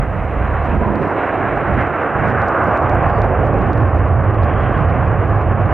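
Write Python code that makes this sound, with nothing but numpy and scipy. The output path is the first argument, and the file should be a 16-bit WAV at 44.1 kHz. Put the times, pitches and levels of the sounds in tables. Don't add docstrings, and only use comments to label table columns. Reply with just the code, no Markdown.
import sys
import numpy as np
from scipy import signal
from scipy.fft import rfft, irfft
from scipy.io import wavfile
from scipy.ndimage import uniform_filter1d, minimum_filter1d

SR = 44100
rng = np.random.default_rng(int(sys.argv[2]) if len(sys.argv) > 2 else 0)


def transcribe(u):
    v = np.clip(np.atleast_2d(u).T, -1, 1)
    q = np.round(v * 32767).astype(np.int16)
    wavfile.write(sys.argv[1], SR, q)


N = 252693


def roar(t, pass_s=2.64, pass_width_s=1.35, pass_hz=1210, sink_hz_per_s=870, crest_db=4.4):
    # (time [s], level [dB], spectral tilt [dB/octave])
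    course = [(0, -26, 1.5), (.55, -22, 1.45), (1.0, -18.5, -0.6), (1.35, -18.5, 0.4), (1.8, -18.5, 0.7),
              (2.65, -16, 0.07), (3.15, -16.5, .1), (4.1, -20.5, -.5), (4.6, -19.5, .5), (5.73, -21, 0.3)]
    # (frequency [Hz], relative density [dB])
    spectrum = [(90, -28), (200, -9), (300, -1.5), (430, -1), (560, -0.5), (720, -1.5), (920, -4.5),
                (1130, -7), (1550, -10), (2000, -17), (2650, -25.5), (3100, -35.5), (3600, -47.5),
                (5200, -72)]
    # (frequency [Hz], width [Hz], gain [dB])
    ripple = [(430, 45, -1.8), (500, 45, 1), (750, 70, 2.9), (900, 70, -2.9), (1110, 80, 2.2),
              (2900, 150, 1.5)]
    # (time [s], half length [s], frequency [Hz], width [Hz], gain [dB])
    whines = [(0.897, 0.2, 967, 44.6, 10.5), (.9, 1.0, 3990, 260.4, 7.5), (2.4, 1.1, 1490, 130, 2.3),
              (4.599, 0.16, 3260, 200, 7), (4.7, 1.2, 1124, 69.6, 3)]
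    # (time [s], half length [s], frequency [Hz], width [Hz], gain [dB])
    surges = [(.76, .05, 263, 70.5, 3.5), (0.977, .07, 340, 140, 5.5), (1.597, .4, 344, 49.8, 3.5),
              (3.603, 0.063, 296, 69, 3)]
    when, hz = frame_grid(size=1024)
    field = read(spectrum, hz) + follow(course, when)[1] * np.clip(np.log2(hz / 900), -2, 2)
    crest_hz = np.clip(pass_hz - sink_hz_per_s * (when - pass_s), 265, 2850)
    height_db = crest_db * bell((when - pass_s) / pass_width_s)
    field += height_db * bell(np.log2(hz / crest_hz) / .52)
    field += sum(db * bell((hz - f) / width) for f, width, db in ripple)
    field += sum(db * bell((when - s) / half) * bell((hz - f) / width)
                 for s, half, f, width, db in whines + surges)
    patches = uniform_filter1d(rng.standard_normal(field.shape), size=10, axis=0)
    field += evened(uniform_filter1d(patches, size=24, axis=1))
    return gain_of(follow(course, t)[0]) * steadied(noise_from(field), span_s=.23)


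def wind(t, drone_from_db=-19, drone_share_per_db=.13, drone_pitch_ratio=1.12, waver_hz=13):
    # (frequency [Hz], gain [dB])
    response = [(12, -21.5), (25, -7), (45, 0.5), (300, -1), (700, -4), (2000, -29.5)]
    when, hz = frame_grid(size=4096)

    def eddies(centre_hz, octaves, span_s):
        distance = np.log2(hz / centre_hz) / octaves * np.ones_like(when)
        return steadied(noise_from(read(response, hz) - 11 * np.sqrt(1 + distance ** 2)), span_s)

    buffet_db, rumble_db, flutter_db, eddy_hz = gusts(t)
    drone_hz = drone_pitch_ratio * eddy_hz + waver_hz * wander(18.13)
    drone = 2 ** .5 * np.sin(2 * np.pi * np.cumsum(drone_hz) / SR)
    share = np.clip(drone_share_per_db * (buffet_db - drone_from_db), 0, 1)
    irregular = eddies(np.interp(when, t, eddy_hz), octaves=.53, span_s=.1)
    buffeting = np.sqrt(1 - share) * irregular + np.sqrt(share) * drone
    return (gain_of(buffet_db) * steadied(buffeting, span_s=.38)
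            + gain_of(rumble_db - .5) * eddies(50, octaves=.26, span_s=.29)
            + gain_of(flutter_db - 5) * eddies(190, octaves=.45, span_s=.18))


def gusts(t, rise_s=.064, fall_s=.072):
    # (start [s], length [s], buffeting [dB], rumble [dB], flutter [dB], eddy pitch [Hz])
    blows = [(-.1, 0.59, -22, -27.5, -28.5, 76), (0.421, 0.24, -19.5, -26, -29.5, 70.2),
             (0.702, 0.142, -17.5, -23, -17, 64.6), (0.881, 0.16, -25.5, -47, -19, 101),
             (1.4, 0.21, -26.5, -39, -32.5, 100.5), (1.695, 0.1, -18, -30, -24.5, 97),
             (2.169, 0.25, -21, -37, -26.5, 96), (2.626, 0.087, -22, -44, -31.5, 97.3),
             (2.849, .3, -17.5, -26, -28, 91.95), (3.182, .6, -17.5, -25.5, -24.5, 89),
             (3.808, 0.65, -14, -31, -28, 85), (4.522, 0.19, -17.5, -26.5, -27, 85.75),
             (4.766, 0.92, -15.5, -30.5, -32, 90.8)]
    # (buffeting [dB], rumble [dB], flutter [dB])
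    breeze = (-31.5, -50, -35.5)
    start, length, *levels_db, pitch_hz = np.transpose(blows)
    age = t[..., None] - start
    rise = np.clip(1 + age / rise_s, 0, 1)
    decay = np.exp(-np.maximum(age - length, 0) / fall_s)
    power = (rise * decay) ** 2
    levels = [10 * np.log10(power @ gain_of(db) ** 2 + gain_of(lull) ** 2)
              for db, lull in zip(levels_db, breeze)]
    weight = power + 1e-9
    return *levels, weight @ pitch_hz / weight.sum(-1)


def ticks(t, tick_db=6.3, decay_s=.00016, stray_db=-68.5):
    # (time [s], relative level [dB])
    onsets = [(0.6968, -44.5), (0.7501, -45), (0.9567, -41), (1.742, -40.5), (2.4199, -36), (2.485, -37),
              (2.642, -37), (2.6724, -37), (2.7663, -40), (2.775, -37), (2.8964, -36), (2.9253, -39),
              (2.9516, -37), (3.1004, -36), (3.1864, -43), (3.2188, -32.5), (3.4665, -41), (3.6202, -46),
              (3.7327, -38), (3.7768, -43), (3.9478, -42.5), (4.345, -41), (4.4333, -36.5), (4.4453, -41.5),
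              (4.6928, -45.5), (4.7813, -42), (4.9013, -42.5), (5.0793, -46), (5.417, -48), (5.657, -40)]
    # (frequency [Hz], relative density [dB])
    spectrum = [(1500, -17.5), (3600, 5.5), (5500, -2.5), (8000, -10.5), (15000, -22)]
    # (time [s], half length [s], level [dB])
    spells = [(.65, 0.028, -63), (1.055, .05, -60), (1.22, .05, -68), (1.81, .012, -58),
              (2.285, .035, -58.5), (2.7, .08, -65), (3.24, .03, -65), (3.45, 0.06, -70.5),
              (5.375, 0.039, -67.5)]
    colour = read(spectrum, np.fft.rfftfreq(N, 1 / SR))
    clicks = np.zeros(N)
    for s, db in onsets:
        burst = rng.standard_normal(64) * np.exp(-t[:64] / decay_s)
        clicks[round(s * SR):][:64] += gain_of(db + tick_db) * burst / np.linalg.norm(burst)
    filter_peak = irfft(gain_of(colour), N)[0]
    single = coloured(clicks, colour) / filter_peak

    def scatter(per_s):
        impulses = (rng.random(N) - .5) * (rng.random(N) < per_s / SR)
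        return evened(coloured(impulses, colour))

    crackle = sum(gain_of(db) * bell((t - s) / half) for s, half, db in spells) * scatter(per_s=500)
    strays = gain_of(stray_db) * bell((t - 3.4) / 2.3) * scatter(per_s=55)
    return single + crackle + strays


def bird(t, rasp_hz=120):
    # (start [s], length [s], start pitch [Hz], end pitch [Hz], peak level [dB])
    chirps = [(1.23, .06, 5250, 5300, -69), (3.065, 0.065, 4620, 4860, -66),
              (3.099, 0.056, 4560, 4800, -63), (3.135, 0.065, 4560, 4820, -62),
              (3.135, .05, 4250, 4480, -63), (3.208, .07, 5120, 4930, -68)]
    out = np.zeros(N)
    for s, length, start_hz, end_hz, db in chirps:
        along = np.clip((t - s) / length, 0, 1)
        cycles = np.cumsum(start_hz + (end_hz - start_hz) * along + rasp_hz * wander(300)) / SR
        out += gain_of(db) * np.sin(np.pi * along) * np.sin(2 * np.pi * cycles)
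    return out


def hiss(t, trim_db=-1.5, apart_db=3.):
    # (time [s], relative level [dB])
    course = [(0, -66.5), (2.7, -68), (3.8, -74.5), (5.73, -74.5)]
    # (frequency [Hz], relative density [dB])
    spectrum = [(2500, -23.5), (4200, -3), (6000, 0), (9000, -3.5), (15500, -8.5)]
    white = rng.standard_normal(N) + gain_of(apart_db) * rng.standard_normal((2, N))
    thin = evened(coloured(white, read(spectrum, np.fft.rfftfreq(N, 1 / SR))))
    return gain_of(follow(course, t)[0] + trim_db) * thin


def gain_of(db):
    return 10 ** (np.asarray(db) / 20)


def evened(x):
    return x / np.sqrt(np.mean(x ** 2) + 1e-20)


def bell(x):
    return np.exp(-.5 * x ** 2)


def read(points, hz):
    f, value = np.transpose(points)
    return np.interp(np.log(hz + 1), np.log(f + 1), value)


def follow(rows, t):
    s, *columns = np.transpose(rows)
    return [np.interp(t, s, c) for c in columns]


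def coloured(x, db):
    return irfft(rfft(x) * gain_of(db), N)


def frame_grid(size):
    hop = size // 4
    return np.arange(N // hop + 3)[:, None] * hop / SR, np.fft.rfftfreq(size, 1 / SR) + 1


def noise_from(db):
    size = 2 * (db.shape[1] - 1)
    height = gain_of(db)
    height = height / np.linalg.norm(height, axis=1, keepdims=True)
    spectra = height * (rng.standard_normal(db.shape) + 1j * rng.standard_normal(db.shape))
    return evened(signal.istft(spectra.T, nperseg=size, noverlap=size - size // 4)[1][:N])


def steadied(x, span_s):
    window = signal.windows.hann(int(span_s * SR))
    power = abs(signal.fftconvolve(x ** 2, window / window.sum(), "same"))
    return x / np.sqrt(power + 1e-9)


def wander(rate_hz):
    low_pass = bell(np.fft.rfftfreq(N, 1 / SR) / rate_hz)
    return evened(irfft(rfft(rng.standard_normal(N)) * low_pass, N))


def limited(x, ceiling=.72):
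    allowed = np.minimum(1, ceiling / (abs(x).max(0) + 1e-9))
    window = signal.windows.hann(401)
    reduction = 1 - minimum_filter1d(allowed, len(window))
    return x * (1 - signal.fftconvolve(reduction, window / window.sum(), "same"))


def scene(shake_db=.74):
    t = np.arange(N) / SR
    engines = roar(t) * gain_of(shake_db * wander(16))
    return engines + wind(t) + ticks(t) + bird(t) + hiss(t)


def record(dry, cutoff_hz=15800):
    # (frequency [Hz], left minus right [dB])
    balance = [(30, -1), (65, -3), (110, -4), (160, -9), (215, -12.5), (290, -3), (410, -5.5), (570, -2),
               (760, -3), (890, -4.5), (1060, 0.1), (1200, -.2), (1350, -4), (1650, -1.2), (2020, -3.5),
               (2300, -0.44)]
    ratio = gain_of(read(balance, np.fft.rfftfreq(N, 1 / SR)))
    channel_gains = 2 * np.array([ratio, np.ones_like(ratio)]) / (1 + ratio)
    leaning = irfft(rfft(dry) * channel_gains, N)
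    low_pass = signal.firwin(511, cutoff_hz, window=("kaiser", 9), fs=SR)
    return signal.oaconvolve(limited(leaning), low_pass[None], "same")


dry = scene()
out = record(dry)
transcribe(out)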